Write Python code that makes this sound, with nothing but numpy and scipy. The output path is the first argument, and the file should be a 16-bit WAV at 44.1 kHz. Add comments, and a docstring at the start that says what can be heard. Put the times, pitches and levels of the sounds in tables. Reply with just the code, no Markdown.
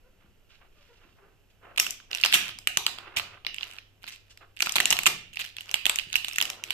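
"""In a small hard room, a wedge sandal treads on plastic model aircraft lying on a sheet over concrete.
The thin shells give way in single snaps and short crunches, and splinters crackle under the sole.
Each break is a burst of noise plus a few fading tones. The shoe scuffs and thuds.
A few faint, short squeaks come from further off; room air, mains hum and hand rumble lie below.
A hand-held phone close by colours each side differently and turns down the loudest peaks."""
import sys
import numpy as np
from scipy import signal
from scipy.fft import rfft, irfft
from scipy.io import wavfile
from scipy.ndimage import uniform_filter1d, minimum_filter1d

SR = 44100
rng = np.random.default_rng(int(sys.argv[2]) if len(sys.argv) > 2 else 0)


def output_pcm(signal):
    """Save a mono or channel-first signal as 16-bit PCM at the path in sys.argv[1].

    Samples are clipped to [-1, 1] before scaling.
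    """
    pcm = np.clip(np.atleast_2d(signal).T, -1, 1) * 32767
    wavfile.write(sys.argv[1], SR, np.round(pcm).astype(np.int16))


N = 296793
TIME = np.arange(N) / SR
CUTOFF_HZ = 14400


def from_db(db):
    """Turn decibels into a number to multiply a sound by."""
    return 10 ** (np.asarray(db) / 20)


def fade(t, fade_s):
    """Die away by 60 dB every fade_s seconds."""
    return from_db(-60 * t / fade_s)


def rms_one(x):
    """Scale a sound to an average strength (rms) of 1."""
    return x / np.sqrt(np.mean(x ** 2) + 1e-20)


def energy_one(x):
    """Scale a burst to the energy of a one-sample click of height 1."""
    return rms_one(x) / np.sqrt(x.shape[-1])


def level(rows):
    """A volume curve through rows of time_s, level_db."""
    return from_db(np.interp(TIME, *np.transpose(rows)))


def band(x, low_hz, high_hz, order=2):
    """Keep the part of a sound between two frequencies."""
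    edges_hz = [low_hz, min(high_hz, .45 * SR)]
    return signal.sosfilt(signal.butter(order, edges_hz, "band", fs=SR, output="sos"), x)


def peak(x, hz, sharpness, db):
    """Boost or dip a sound around one frequency."""
    gain, angle = from_db(db / 2), 2 * np.pi * min(hz, .45 * SR) / SR
    width, turn = np.sin(angle) / (2 * sharpness), -2 * np.cos(angle)
    forward = [1 + width * gain, turn, 1 - width * gain]
    feedback = [1 + width / gain, turn, 1 - width / gain]
    return signal.lfilter(forward, feedback, x)


def add(out, start_s, sound):
    """Mix a stereo sound in at start_s."""
    at = max(0, round(start_s * SR))
    out[:, at:at + sound.shape[1]] += sound[:, :max(0, N - at)]


def stereo_noise(size, apart):
    """White noise; the larger apart is, the less alike the two sides are."""
    return rng.standard_normal(size) + apart * rng.standard_normal((2, size))


# The tone colour of the air: frequency_hz, relative_db
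AIR_COLOUR = [(12, -42.5), (20, -0.5), (293, -21.5), (678, -24), (1150, -32.5), (2600, -34), (4500, -38.5),
              (8000, -39), (10000, -36), (14200, -38.5), (15000, -62)]


def room_air(level_db=-64.5):
    """Steady, mostly deep noise, a little louder on the right."""
    hz, db = np.transpose(AIR_COLOUR)
    colour = from_db(np.interp(np.log(np.fft.rfftfreq(N, 1 / SR) + 1), np.log(hz), db, left=-90))
    air = rms_one(irfft(rfft(stereo_noise(N, apart=.87)) * colour, N))
    return from_db(level_db) * air * from_db([[-.8], [.8]])


# How loud the hum is: time_s, level_db
HUM_LEVELS = [(0, -83), (2.4, -66), (3.5, -67), (6.73, -66)]


def mains_hum(pitch_hz=99.7):
    """Mains power hums on one low tone."""
    return level(HUM_LEVELS) * np.sqrt(2) * np.sin(2 * np.pi * pitch_hz * TIME)


# How loud the hand's movements are: time_s, level_db
HAND_LEVELS = [(0.0, -62), (1.37, -66.5), (2.32, -60.5), (2.62, -64), (4.35, -70), (5.02, -54), (5.72, -70),
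               (5.96, -60), (6.73, -72)]


def hand_rumble():
    """The phone moves in the hand and makes a very deep rumble."""
    deep = band(stereo_noise(N, apart=.9), 7, 22, order=1)
    return level(HAND_LEVELS) * rms_one(band(deep, 7, 100))


# Faint squeaks from further off: start_s, length_s, level_db, pitch_hz
FAINT_DISTANT_SQUEAKS = [(0.022, 0.087, -66, 519), (0.741, 0.098, -68, 595), (0.884, 0.06, -59.5, 478),
                         (1.184, 0.115, -65, 416.6)]


def squeaks(sag=.02, overtone_db=-8, waver=.078, wavers_per_s=150):
    """Short, slightly hoarse tones that sag in pitch."""
    out = np.zeros((2, N))
    for start_s, length_s, db, hz in FAINT_DISTANT_SQUEAKS:
        along = np.linspace(0, 1, int(length_s * SR))
        jitter = np.interp(along * length_s * wavers_per_s, np.arange(100), rng.standard_normal(100))
        phase = 2 * np.pi * np.cumsum(hz * (1 + sag * (.5 - along) + waver * jitter)) / SR
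        tone = sum(from_db(overtone_db * np.log2(k)) * np.sin(k * phase) for k in range(1, 5))
        add(out, start_s, from_db(db) * np.sin(np.pi * along) * np.array([tone, tone]))
    return out


# Soles rubbing over sheet and concrete: start_s, length_s, relative_db, centre_hz
SOLE_SCUFFS = [(0.187, 0.102, -65.5, 1170), (0.486, 0.11, -59, 2400), (.599, 0.079, -61, 1030),
               (0.698, 0.52, -65.5, 2600), (0.985, 0.12, -61.5, 1160), (1.148, 0.19, -60.5, 690),
               (1.498, 0.027, -65, 3500), (1.607, 0.17, -50.5, 760), (2.088, 0.12, -51, 885),
               (2.362, .17, -46, 1530), (2.885, 0.74, -50, 1000), (3.556, 0.26, -55, 1100),
               (4.117, 0.039, -44.5, 4570), (4.295, 0.037, -50.5, 4512), (4.4, 0.055, -51.5, 950),
               (5.647, 0.15, -54.5, 940), (6.404, 0.39, -54, 650)]


def scuffs(rise_share=.17, fall_share=.58, grain_db=3.5, grains_per_s=160, width=1.9, hiss_db=-22):
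    """A rope sole drags in tiny catches: grainy noise that swells and fades, with a hiss of cloth."""
    out, t = np.zeros((2, N)), np.arange(SR // 2) / SR
    for start_s, length_s, db, hz in SOLE_SCUFFS:
        rise = np.clip(t / (rise_share * length_s), 0, 1)
        fall = np.clip((length_s - t) / (fall_share * length_s), 0, 1) ** .5
        grain = np.interp(t * grains_per_s, np.arange(200), rng.standard_normal(200))
        noise = stereo_noise(len(t), apart=.71)
        rub = band(noise, hz / width, hz * width, order=1)
        rub = rms_one(band(rub, 97, 3 * hz)) + from_db(hiss_db) * noise
        add(out, start_s, from_db(db - 6 + grain_db * grain) * rise * fall * rub)
    return out


# Weight landing on the floor: start_s, level_db, pitch_hz
FOOT_THUDS = [(.245, -47.5, 191), (1.051, -48.5, 266), (2.341, -38.5, 127), (2.774, -33.5, 134),
              (3.171, -32, 93.8), (4.92, -31, 141), (5.073, -36, 143), (6.07, -40, 138.9)]


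def thuds(fade_s=.025, rise_s=.00093, knock_gain=.26):
    """The padded sole meets the floor: a low push that dies quickly, with a dull knock."""
    out, t = np.zeros((2, N)), np.arange(SR // 4) / SR
    shape = (1 - np.exp(-t / rise_s)) * fade(t, fade_s)
    for start_s, db, hz in FOOT_THUDS:
        push = np.sin(2 * np.pi * hz * t)
        knock = rms_one(band(stereo_noise(len(t), apart=.4), 82, 420))
        add(out, start_s, from_db(db) * shape * (push + knock_gain * knock))
    return out


# Filters for the shell's hollow body, its panels and the sharp broken edge: low_hz, high_hz
SHELL_BANDS = [signal.butter(2, hz, "band", fs=SR) for hz in [(650, 1580), (1900, 4650), (5300, 12560)]]


def fracture(hz, fade_s, body_db, edge_db, ring_db, shiver_db=-14, partials_db=-21, ring_cycles=24):
    """One break: a crack tears through, the freed piece rings and the shell shivers on."""
    t = np.arange(SR // 40) / SR
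    tear, linger = 1 - np.exp(-t / .00017), fade(t, fade_s=.025)
    crack = energy_one(stereo_noise(len(t), apart=1.6) * tear * fade(t, .89 * fade_s))
    crack += from_db(shiver_db) * energy_one(rng.standard_normal((2, len(t))) * linger)
    body, panels, edge = (energy_one(signal.lfilter(b, a, crack)) for b, a in SHELL_BANDS)
    shell = energy_one(from_db(body_db) * body.mean(axis=0) + panels + from_db(edge_db) * edge)
    # each side hears the piece from its own angle; small, high pieces fall silent sooner
    tone = np.sin(2 * np.pi * (hz * t + rng.random((2, 1))))
    ring = energy_one(tone * tear * fade(t, min(fade_s, ring_cycles / hz)))
    # partials: three extra tones, out of tune with the ring
    partials_hz = np.minimum(hz * np.exp(rng.uniform(-.7, .9, (3, 1))), CUTOFF_HZ)
    partials = energy_one(rng.standard_normal((2, 3)) @ np.sin(2 * np.pi * partials_hz * t) * linger)
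    return energy_one(shell + from_db(ring_db) * ring + from_db(partials_db) * partials)


def small_break(body_db, edge_db):
    """A piece of random size breaks with a very short ring."""
    high, hollow, sharp = rng.standard_normal(3)
    hz = np.clip(3500 * np.exp(.45 * high), 1000, 12000)
    return fracture(hz, .005, body_db + 3 * hollow, edge_db + 4 * sharp, ring_db=-8)


# The sole bearing down on loose splinters: start_s, length_s, relative_db
SOLE_PRESSES = [(1.755, 0.17, -39.5), (2.107, 0.41, -36.5), (3.526, 0.27, -47), (4.015, 0.15, -48),
                (4.264, 0.095, -68), (4.56, .5, -42), (5.326, 0.18, -42.5), (5.592, 0.27, -49),
                (6.081, 0.48, -42.5), (6.63, .1, -45.5)]


def splinters(per_s=150, rise_share=.69, fall_share=.43, swell_db=8.5, spread_db=4.5):
    """Loose bits tick at random, louder as the weight comes on and softer as it eases off."""
    out = np.zeros((2, N))
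    for start_s, length_s, db in SOLE_PRESSES:
        count = int(length_s * per_s) + 1
        for along in (np.arange(count) + rng.random(count)) / count:
            weight = min(along / rise_share, 1, (1 - along) / fall_share)
            chance_db = spread_db * (min(rng.exponential(), 3) - 2)
            gain = from_db(db + swell_db * (weight - 1) + chance_db) * np.sqrt(SR / per_s)
            add(out, start_s + along * length_s, gain * small_break(body_db=-18.5, edge_db=-1))
    return out


# A whole shell caving in: start_s, length_s, level_db
SHELL_CRUNCHES = [(1.793, 0.0095, -28.5), (2.334, 0.023, -21), (3.163, .027, -30.5), (4.077, 0.015, -41.5),
                  (4.62, 0.0078, -24.5), (4.658, 0.0078, -29.5), (4.759, 0.0098, -21.5),
                  (4.801, .0072, -23.5), (4.925, 0.0071, -23), (5.063, .013, -17), (5.391, 0.022, -35)]


def crunches(per_s=900):
    """A caving shell is a rush of equally strong breaks that run into one another."""
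    out = np.zeros((2, N))
    for start_s, length_s, db in SHELL_CRUNCHES:
        count = int(length_s * per_s) + 1
        gain = from_db(db) * np.sqrt(length_s * SR / count)
        for along in (np.arange(count) + rng.random(count)) / count:
            add(out, start_s + along * length_s, gain * small_break(body_db=-11.5, edge_db=1))
    return out


# The loudest snaps: start_s, energy_db, pitch_hz, hollow_body_db, sharp_edge_db
# One model gives way under the toe (from 1.8 s) and creaks as the foot rolls off (3.4 s).
# A second takes the full weight (4.6 s) and is ground under the sole (5.4 s).
PLASTIC_SNAPS = [ (1.7763, -2.5, 2467, -29, 3), (1.781, -1, 3840, -6.5, -1.5),
                 (1.7981, 14, 5480, -9.5, 9.5), (1.8659, -5.5, 2760, 4, 12.5),
                 (1.9071, -3, 5900, -17, 17.5), (2.001, -30, 1580, 4, -15), (2.113, -15, 5500, -16, -4),
                 (2.1307, -8.5, 2730, -30, -37), (2.1488, -3.5, 5640, -14, 2.5),
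                 (2.2127, -8.5, 4630, -4, 27), (2.2366, 10.5, 2636, -19.5, -10),
                 (2.2491, 2, 3107, 10.5, 14.5), (2.2599, 2.5, 5000, -5.5, 4), (2.32, -10, 3100, -22, 1),
                 (2.3256, 2, 3320, -34, -2.5), (2.3412, 17.5, 3170, -14.5, 5.5),
                 (2.5874, -14, 5080, -7.5, 7.5), (2.6724, 5, 2345, -11.5, 1), (2.772, 8, 6120, -6, 2.5),
                 (2.865, 5.5, 4450, -8, 1.5), (2.8795, -14.5, 3160, 6, 0), (2.9851, -14.5, 3320, -3, -3.5),
                 (3.1703, -2.5, 5160, -11.5, -4.5), (3.197, -6, 3070, -3.5, -3.5),
                 (3.4485, -17.5, 3230, -5, -15.5), (3.466, -2.5, 4080, -14, -12.5),
                 (3.5438, -14.5, 2800, -16, 1.5), (3.583, -14.5, 3200, -20, -20),
                 (3.6092, -14.5, 3300, -7, -18), (3.6308, -10.5, 2900, -23, -16),
                 (3.785, -19, 2522, -26, -10.5), (4.0408, -20, 1397, -3.5, -13),
                 (4.077, -21, 4650, -21, -7), (4.3741, -25.5, 5040, -8, 0), (4.6048, -2, 2371, -18.5, 2.5),
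                 (4.623, 3.5, 4600, -14, 32), (4.67, -6, 1420, -2, -18), (4.6936, -3.5, 5610, -12, 0),
                 (4.7218, -2.5, 7100, -3, 15), (4.757, 4.5, 4020, -4.5, 6.5), (4.7624, -1.5, 3850, 11, 8),
                 (4.783, -1.5, 2445, -7, -7), (4.802, 5, 1884, -4, 3), (4.8558, 7.5, 7270, -12.5, 0.5),
                 (4.9051, 10, 6180, -19, 10), (4.9102, 2, 7300, -7.5, -3), (4.926, 4, 2992, 0, 4.5),
                 (4.9674, -6, 4342, -9, 2), (4.989, 2, 2222, -8.5, 1.5), (5.0337, -4, 7900, -6, 6),
                 (5.058, 1, 2560, -19, 4), (5.0645, 6.5, 7640, 8, 16), (5.068, 9, 7950, -1.5, 8.5),
                 (5.3706, -12.5, 2545, -13, -9.5), (5.4166, -11.5, 3120, -24, -20),
                 (5.449, -17, 2940, -32, 3), (5.5667, -14.5, 3320, -42, -0.5),
                 (5.584, -15.5, 2650, -11, -27), (5.6082, -15, 2928, -32, 6), (5.6928, -18.5, 4850, -9, -5),
                 (5.7132, -8.5, 5840, -13, 5), (5.7416, 3.5, 2990, -13.5, -0.5), (5.7558, -12, 7620, 2, 8),
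                 (5.855, 4, 3500, -16, 3.5), (5.8649, 3.5, 3300, -6, 2.5), (5.896, 7, 7967, -7, 1),
                 (5.9584, -2, 6700, -34, 7), (5.987, -2.5, 2970, -19, 0), (5.9956, -8.5, 2649, -26, -24),
                 (6.129, -6, 6450, -21, -0.5), (6.141, -9, 1630, -13, -31), (6.1557, 5.5, 2750, -14, 1),
                 (6.164, -4, 5300, -17, 6), (6.246, -5.5, 2980, -16, -1), (6.2833, -6.5, 3592, -7, 6),
                 (6.333, -13.5, 5470, 3, 16), (6.36, -7.5, 2600, -52, 5), (6.3839, 2.5, 1910, -22, 6),
                 (6.4027, -6.5, 3680, -12, -20), (6.4131, 2, 3130, -4.5, 5.5),
                 (6.4251, 2, 5100, -11.5, 4.5), (6.454, -9.5, 2967, 6.5, 13.5),
                 (6.5007, -5, 5580, -7.5, 3.5), (6.6382, -8, 6000, -17, 1.5), (6.7057, -1, 2900, -14, -2)]


def snaps(ring_db, fade_s=.0097):
    """Wings, struts and aircraft bodies break one by one."""
    out = np.zeros((2, N))
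    for start_s, db, hz, body_db, edge_db in PLASTIC_SNAPS:
        add(out, start_s, from_db(db) * fracture(hz, fade_s, body_db, edge_db, ring_db))
    return out


def on_floor(plastic, floor_db=9):
    """The floor passes on a dull share of every break."""
    return plastic + from_db(floor_db) * band(plastic.mean(axis=0) + 1e-18, 93, 290.3)


# The echo of the room: frequency_hz, level_db, fade_s
ROOM_ECHO = [(125, -2, 0.92), (397, -1, 0.46), (970, -5.5, 0.28), (2540, -10, 0.52), (5200, -5.5, 0.35),
             (8000, -12, 0.29), (13900, -11, 0.23)]


def room(x, build_s=.0004, first_echo_s=.00033, alike_hz=1500):
    """Echoes off hard walls blur together and die sooner in the treble; lows reach both sides alike."""
    t, tail = np.arange(SR) / SR, 0
    hz, levels_db, fades_s = np.transpose(ROOM_ECHO)
    edges_hz = np.geomspace(60, 18000, 12)
    swell = 1 - np.exp(-np.maximum(t - first_echo_s, 0) / build_s)
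    for low, high in zip(edges_hz, edges_hz[1:]):
        centre = np.sqrt(low * high)
        db, fade_s = (np.interp(np.log(centre), np.log(hz), column) for column in (levels_db, fades_s))
        noise = band(stereo_noise(SR, apart=.1 + centre / alike_hz), low, high, order=3)
        echoes = energy_one(noise * swell * fade(t, fade_s))
        tail = tail + from_db(db) * echoes * np.sqrt(2 * (high - low) / SR)
    return signal.fftconvolve(x, tail, axes=1)[:, :N]


# The tone colour of each microphone opening: frequency_hz, sharpness, boost_db
LEFT_OPENING = [(385, 2.1, 6.5), (1350, 3.95, 7), (7920, 1.05, 7.5), (9960, 2.7, -13), (13170, 4.3, 3.5)]
RIGHT_OPENING = [(1450, 2.0, 5), (2780, 2.6, 12), (5200, 1.5, 4), (13200, 1, -1), (8450, 2.2, -17)]


def microphone_openings(x):
    """Each microphone sits behind a small hole that boosts some frequencies and dips others."""
    sides = []
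    for side, opening in zip(x, (LEFT_OPENING, RIGHT_OPENING)):
        for hz, sharpness, db in opening:
            side = peak(side + 1e-18, hz, sharpness, db)
        sides.append(side)
    return np.array(sides)


def scene(lean_right_db=1, right_delay_s=.00004):
    """Plastic, feet and squeaks arrive directly, a little louder on the right, and off the walls."""
    background = room_air() + mains_hum() + hand_rumble()
    soft_sounds = scuffs() + squeaks() + thuds()
    debris = splinters() + crunches()
    left, right = on_floor(snaps(ring_db=-3.5) + debris) + soft_sounds
    right = np.interp(TIME - right_delay_s, TIME, right)
    direct = np.array([left, right]) * from_db([[-lean_right_db], [lean_right_db]])
    # a piece beams its ring one way, so the walls get mostly the crack
    walls = room(on_floor(snaps(ring_db=-11.5) + debris) + soft_sounds)
    return microphone_openings(direct + walls + background)


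def record(dry, ceiling=.82, hold_s=.0011):
    """The phone briefly turns down the loudest peaks and cuts the highest treble."""
    size = int(hold_s * SR) + 1
    gain = ceiling / np.maximum(np.abs(dry).max(axis=0), ceiling)
    limited = dry * uniform_filter1d(minimum_filter1d(gain, size), size)
    return signal.sosfilt(signal.ellip(8, .3, 70, CUTOFF_HZ, fs=SR, output="sos"), limited)


dry = scene()
out = record(dry)
output_pcm(out)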